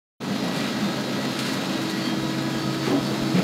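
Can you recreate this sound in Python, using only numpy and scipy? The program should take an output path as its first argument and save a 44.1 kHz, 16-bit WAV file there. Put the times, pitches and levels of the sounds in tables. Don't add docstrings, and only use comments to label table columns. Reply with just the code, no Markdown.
import sys
import numpy as np
from scipy import signal
from scipy.fft import rfft, irfft, next_fast_len
from scipy.io import wavfile
from scipy.ndimage import map_coordinates

SR = 44100
rng = np.random.default_rng(int(sys.argv[2]) if len(sys.argv) > 2 else 0)


def master(y):
    cut = np.clip(np.atleast_2d(y).T, -1, 1)
    pcm = np.round(cut * 32767)
    wavfile.write(sys.argv[1], SR, pcm.astype(np.int16))


N = 151263

SHAFT_HZ, SPEED_DRIFT = 24.747, 0.000415
TEETH = 13
TURN_S, TURN_LENGTH_S = 2.15, 0.26


def amp(db):
    return 10 ** (np.asarray(db) / 20)


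def unit(x):
    return x / np.sqrt(np.mean(x ** 2) + 1e-20)


def clock():
    return np.arange(N) / SR


def along(points, hz):
    point_hz, value = np.transpose(points)
    return np.interp(np.log(hz + 1), np.log(point_hz + 1), value)


def curves(rows):
    time_s, *columns = np.transpose(rows)
    return [np.interp(clock(), time_s, column) for column in columns]


def wobble(rate):
    points = rng.standard_normal(int(N * rate / SR) + 4)
    return map_coordinates(points, [clock() * rate])


def turned(before, after):
    progress = .5 + .5 * np.tanh((clock() - TURN_S) / TURN_LENGTH_S)
    return before + (after - before) * progress


def bump(s, half):
    return np.exp(-((clock() - s) / half) ** 2)


def swell(s, rise, t60):
    t = clock() - s
    rising = (np.minimum(t, 0) / rise) ** 2
    dying = np.log(1000) * np.maximum(t, 0) / t60
    return np.exp(-rising - dying)


def coloured(x, spectrum):
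    m = 2 * next_fast_len(N)
    cepstrum = irfft(np.log(amp(along(spectrum, np.fft.rfftfreq(m, 1 / SR)))))
    cepstrum[1:m // 2] *= 2
    cepstrum[m // 2 + 1:] = 0
    return unit(irfft(rfft(x, m) * np.exp(rfft(cepstrum)))[:N])


def grains(per_s, share, spread_db):
    struck = rng.random(N) < per_s / SR
    sign = rng.choice([-1, 1], N)
    size = amp(spread_db * np.clip(rng.standard_normal(N), -2, 2))
    share = np.clip(share, 0, 1)
    return np.sqrt(share) * unit(struck * sign * size) + np.sqrt(1 - share) * rng.standard_normal(N)


# time_s, level_db
TUMBLING = [(.2, -23), (.32, -26.5), (.6, -27.5), (1.0, -28), (1.3, -29), (1.7, -28), (2.05, -28.5),
            (2.4, -29), (2.75, -30.5), (3.15, -26.5), (3.43, -29)]
# pitch_hz, relative_level_db
ROAR = [(25, -42), (60, -33.5), (92, -21), (122, -10.5), (160, -3), (195, -0.6), (255, -2.5), (300, -4.5),
        (350, -8), (420, -7.5), (490, -12), (630, -13), (1000, -19), (2000, -26.5), (5000, -49)]


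def chamber():
    tumbling_db, = curves(TUMBLING)
    level_db = tumbling_db + 1.6 * wobble(8.204)
    knocks = grains(240, share=0.33, spread_db=2.0)
    return amp(level_db) * coloured(knocks, ROAR)


# time_s, level_db
LOAD = [(.22, -39), (.48, -41), (.62, -36), (.76, -39), (.92, -38), (1.1, -39), (1.33, -38), (1.47, -35.5),
        (1.63, -38.5), (1.93, -38.5), (2.15, -40.5), (2.78, -39.5), (2.88, -37), (2.96, -43.5), (3.05, -40),
        (3.43, -39)]
# pitch_hz, relative_level_db
HISS = [(200, -16.5), (500, -11), (750, 0.5), (1100, 1.5), (1700, 1.5), (2300, -0.5), (3500, 0),
        (4700, -1.5), (5600, -9), (7200, -9.5), (8300, -16), (10300, -17.5), (12500, -20), (14300, -23),
        (15600, -32)]
HISS_GAIN_DB = 3.5
RATTLE_DB = -9.5
PULSING = 0.24


def cutters(turns):
    load_db, = curves(LOAD)
    weights = [(1, .6), (2, .5), (4, .6), (TEETH, .35)]
    pulse = 1 + PULSING * sum(np.cos(2 * np.pi * k * turns) * weight for k, weight in weights)
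    tears = coloured(pulse * grains(1500, share=0.22, spread_db=6.5), HISS)
    size = int(SR / SHAFT_HZ)
    one_turn = rng.standard_normal(size)
    rattle = coloured(map_coordinates(one_turn, [turns % 1 * size], mode="grid-wrap"), HISS)
    tearing = amp(load_db + 1.4 * wobble(25.09)) * tears
    rattling = amp(load_db.mean() + RATTLE_DB) * rattle
    return amp(HISS_GAIN_DB) * (tearing + rattling)


# peak_s, boom_level_db, boom_pitch_hz, rise_s, decay_60db_s, crunch_over_boom_db
BITES = [(.315, -21.5, 210, 0.006, 0.11, -11), (.435, -22, 180, 0.0061, .14, -3),
         (.457, -25, 254, .006, 0.14, -3.5), (.571, -26, 167.5, 0.014, .13, -10),
         (.834, -24.5, 207, .011, 0.16, -19), (1.26, -29, 258, .025, 0.18, -3),
         (2.08, -26.5, 251, 0.0085, 0.22, -13), (2.883, -25, 352, 0.0078, .1, -3),
         (2.912, -21, 277, 0.0073, 0.14, -4), (2.924, -23, 366, .008, .1, -5),
         (2.951, -19, 282, 0.011, .15, -13), (2.98, -22.5, 279, 0.0044, 0.094, -14),
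         (3.352, -15.5, 181.6, 0.0062, 0.13, -14), (3.396, -18, 190, .016, 0.063, -5.5)]
# pitch_hz, relative_level_db
CRUNCH = [(30, -29), (90, -24), (150, 2), (250, 3), (400, -1.5), (700, -2), (1000, -22), (2000, -23),
          (6000, -42)]
BOOM_JITTER, BOOM_WAVERS_PER_S = .12, 34


def bites():
    out = np.zeros(N)
    for s, db, hz, rise, t60, crunch_db in BITES:
        waver = BOOM_JITTER * wobble(BOOM_WAVERS_PER_S)
        boom = unit(np.sin(2 * np.pi * hz * (clock() - s) + waver))
        crunch = coloured(grains(600, share=0.36, spread_db=2.5), CRUNCH)
        out += amp(db) * swell(s, rise, t60) * (boom + amp(crunch_db) * crunch)
    return out


# peak_s, level_db, centre_hz, rise_s, decay_60db_s
RIPS = [(.46, -38.5, 480, 0.085, .6), (.56, -37.5, 750, 0.15, 0.41), (.64, -39, 2880, 0.061, 0.84),
        (2.875, -35, 1860, 0.053, 0.42), (2.935, -29.5, 675, 0.044, 0.47), (3.372, -32.5, 2360, 0.021, 0.7),
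        (3.39, -29, 428, 0.023, .7)]
# multiple_of_centre, relative_level_db
RIP_BAND = [(.05, -20), (.3, -11), (.6, 3), (1, 4.5), (1.5, 0.5), (2.2, -13.5), (6, -52)]


def rips():
    out = np.zeros(N)
    for s, db, centre_hz, rise, t60 in RIPS:
        band = [(centre_hz * ratio, band_db) for ratio, band_db in RIP_BAND]
        tearing = coloured(grains(2500, share=0.2, spread_db=5), band)
        out += amp(db) * swell(s, rise, t60) * tearing
    return out


# peak_s, level_db, pitch_hz (at the peak), wavers_per_s, glide_hz_per_s, half_length_s
GROANS = [(.95, -47, 1645, 50, 0, .3), (1.48, -45, 1650, 70, 0, .08), (2.14, -47, 1700, 90, -300, .1),
          (2.47, -44, 1660, 120, 0, .22), (2.885, -37, 870, 70, 0, .016),
          (2.926, -33.5, 530, 90, 1000, .014), (2.955, -30.5, 615, 75, 1500, .024),
          (2.997, -38, 665, 80, 1200, .018)]


def groans():
    out = np.zeros(N)
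    for s, db, hz, waver_rate, glide, half in GROANS:
        t = clock() - s
        phase = 2 * np.pi * (hz * t + glide * t ** 2 / 2)
        groan = amp(1.6 * wobble(waver_rate)) * np.sin(phase + wobble(waver_rate))
        out += amp(db) * bump(s, half) * unit(groan)
    return out


FLUTTER_BEFORE_DB, FLUTTER_AFTER_DB, WANDER_DB = 2.6, 1.6, .6
JITTER_BEFORE, JITTER_AFTER = .45, .12


def tone(cycles):
    wander_db = WANDER_DB * wobble(2.1)
    flutter_db = turned(FLUTTER_BEFORE_DB, FLUTTER_AFTER_DB) * wobble(17)
    phase = 2 * np.pi * (cycles + rng.random())
    jitter = 0.37 * wobble(7.8) + turned(JITTER_BEFORE, JITTER_AFTER) * wobble(90)
    return unit(amp(wander_db + flutter_db) * np.sin(phase + jitter))


# multiple_of_tooth_rate, level_before_turn_db, level_after_turn_db
MESH = [(2, -48, -46), (3, -56, -51), (4, -57, -56), (6, -50, -54), (9, -56, -56), (10, -55, -53),
        (11, -57, -54.5), (12, -51.5, -52.5), (13, -47.5, -53), (14, -52, -52), (15, -57, -56),
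        (16, -56, -50)]
# pitch_hz, level_db
MESH_TOP = [(5400, -57), (7000, -64), (9000, -100), (12000, -73), (15000, -77)]
# multiple_of_shaft_speed, level_before_turn_db, level_after_turn_db
WHINES = [(40, -52, -50), (51, -50, -46), (66, -52, -54), (132, -55, -58), (141, -56, -57), (147, -52, -57),
          (154, -55, -55), (192, -53, -58), (195, -57, -60)]
# peak_s, multiple_of_shaft_speed, half_length_s, gain_db
FLARES = [(.63, 78, .06, 7), (.85, 147, .06, 9), (1.23, 78, .07, 5), (1.5, 78, .06, 6), (1.75, 78, .05, 7),
          (1.78, 156, .1, 6), (1.95, 78, .08, 11), (2.04, 182, .08, 10), (2.1, 130, .1, 15),
          (2.27, 156, .05, 8), (2.39, 156, .04, 7), (2.44, 169, .06, 6), (2.29, 40, .07, 9),
          (2.48, 40, .06, 11), (2.55, 130, .045, 9), (2.98, 130, .04, 7), (2.63, 182, .07, 8.5),
          (2.67, 51, .07, 7), (2.83, 182, .1, 8), (3.07, 182, .05, 7.5), (3.3, 182, .06, 7)]


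def drive(turns):
    def whine(order, before_db, after_db):
        flare_db = sum(db * bump(s, half) for s, k, half, db in FLARES if k == order)
        return amp(turned(before_db, after_db) + flare_db) * tone(order * turns)

    gear = sum(whine(k * TEETH, before_db, after_db) for k, before_db, after_db in MESH)
    top = np.zeros(N)
    for k in range(17, 47):
        top += amp(along(MESH_TOP, k * TEETH * SHAFT_HZ)) * tone(k * TEETH * turns)
    shaft = sum(whine(k, before_db, after_db) for k, before_db, after_db in WHINES)
    return gear + top + shaft


# time_s, hum_level_db, tooth_tone_level_db
DRONE = [(.2, -43, -38), (1.0, -40.5, -41), (1.62, -40, -42), (1.76, -41, -31), (1.84, -42, -33.5),
         (2.27, -34, -30), (2.47, -34.5, -33), (2.88, -33.5, -29.5), (3.04, -35, -37), (3.33, -34.5, -30),
         (3.41, -35, -42)]
HUM_HZ = 136.9
DRONE_WAVER_DB, DRONE_JITTER = .3, .08


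def drone(turns):
    hum_db, tooth_db = curves(DRONE)
    hum_level = amp(hum_db + DRONE_WAVER_DB * wobble(6.4))
    hum = unit(np.sin(2 * np.pi * HUM_HZ * clock() + DRONE_JITTER * wobble(6.4)))
    tooth_level = amp(tooth_db + DRONE_WAVER_DB * wobble(9.65))
    tooth = unit(np.sin(2 * np.pi * TEETH * turns))
    return hum_level * hum + tooth_level * tooth


# peak_s, level_db, rise_s, decay_60db_s, snaps_over_rustle_db
RUSTLES = [(.56, -40, 0.035, 0.32, -12), (1.317, -48, .003, .08, 4), (1.395, -28.5, 0.0066, 0.15, -13),
           (1.44, -42, .02, 0.41, -14), (1.485, -44, .03, .45, -6), (1.538, -42, .014, .14, -2),
           (1.83, -42, .019, 0.13, -4), (1.903, -38.5, 0.011, 0.14, -5), (2.87, -43, .04, 0.22, -10),
           (3.07, -42, 0.077, .43, -12)]
# pitch_hz, relative_level_db
FILM = [(500, -25), (2000, -2.5), (4200, 6.5), (6000, -5.5), (9500, -5.5), (12000, -17), (15500, -25)]
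# pitch_hz, relative_level_db
SNAPS = [(2000, -20), (6000, 9), (9000, -3), (13000, 1), (15500, -6)]


def film():
    tugs, snaps = np.zeros(N), np.zeros(N)
    for s, db, rise, t60, snap_db in RUSTLES:
        shape = swell(s, rise, t60)
        tugs += amp(db) * shape
        snaps += amp(db + snap_db) * shape
    crinkling = coloured(grains(900, share=.6, spread_db=4), FILM)
    snapping = coloured(grains(1200, share=0.4, spread_db=3), SNAPS)
    return tugs * crinkling + snaps * snapping


# pitch_hz, relative_level_db
FIZZ = [(1000, -35), (4000, -1), (6800, 6.5), (8500, -1), (14000, -8), (15600, -10)]
FIZZ_BEFORE_DB, FIZZ_AFTER_DB = -57.5, -50.5


def flakes():
    level_db = turned(FIZZ_BEFORE_DB, FIZZ_AFTER_DB) + 0.86 * wobble(14)
    return amp(level_db) * coloured(grains(2500, share=0.31, spread_db=2), FIZZ)


# pitch_hz, relative_level_db
RUMBLE = [(15, -6), (45, -1), (80, 10), (130, -17), (500, -62)]
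RUMBLE_BEFORE_DB, RUMBLE_AFTER_DB = -72.5, -58.5
RUMBLE_SWING_DB = 9.5


def rumble():
    level_db = turned(RUMBLE_BEFORE_DB, RUMBLE_AFTER_DB) + RUMBLE_SWING_DB * wobble(22.6)
    return amp(level_db) * coloured(rng.standard_normal(N), RUMBLE)


HALL_T60_S, HALL_WET = 0.75, 0.37


def hall(x):
    t = clock()[:SR]
    tail = rng.standard_normal(SR) * np.exp(-np.log(1000) * t / HALL_T60_S)
    echo = signal.fftconvolve(x, tail / np.linalg.norm(tail))[:N]
    wet = np.clip(HALL_WET, 0, 1)
    return np.sqrt(1 - wet) * x + np.sqrt(wet) * echo


def scene():
    turns = np.cumsum(SHAFT_HZ * (1 + SPEED_DRIFT * wobble(2.045))) / SR
    machine = hall(chamber() + cutters(turns)) + drive(turns) + drone(turns) + rumble() + flakes()
    return (machine + bites() + groans() + rips() + film())[None]


START_S, START_RAMP_S = 0.2012, 0.011
FADE_DB, FADE_S = -8, 0.075
TOP_HZ = 15700


def record(dry):
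    t = clock() - START_S
    ramp = np.clip(t / START_RAMP_S, 0, 1)
    recovery = amp(FADE_DB * np.exp(-np.maximum(t, 0) / FADE_S))
    m = next_fast_len(N + SR // 2)
    keep = np.fft.rfftfreq(m, 1 / SR) < TOP_HZ
    return irfft(rfft(dry * ramp * recovery, m) * keep, m)[..., :N]


dry = scene()
out = record(dry)
master(out)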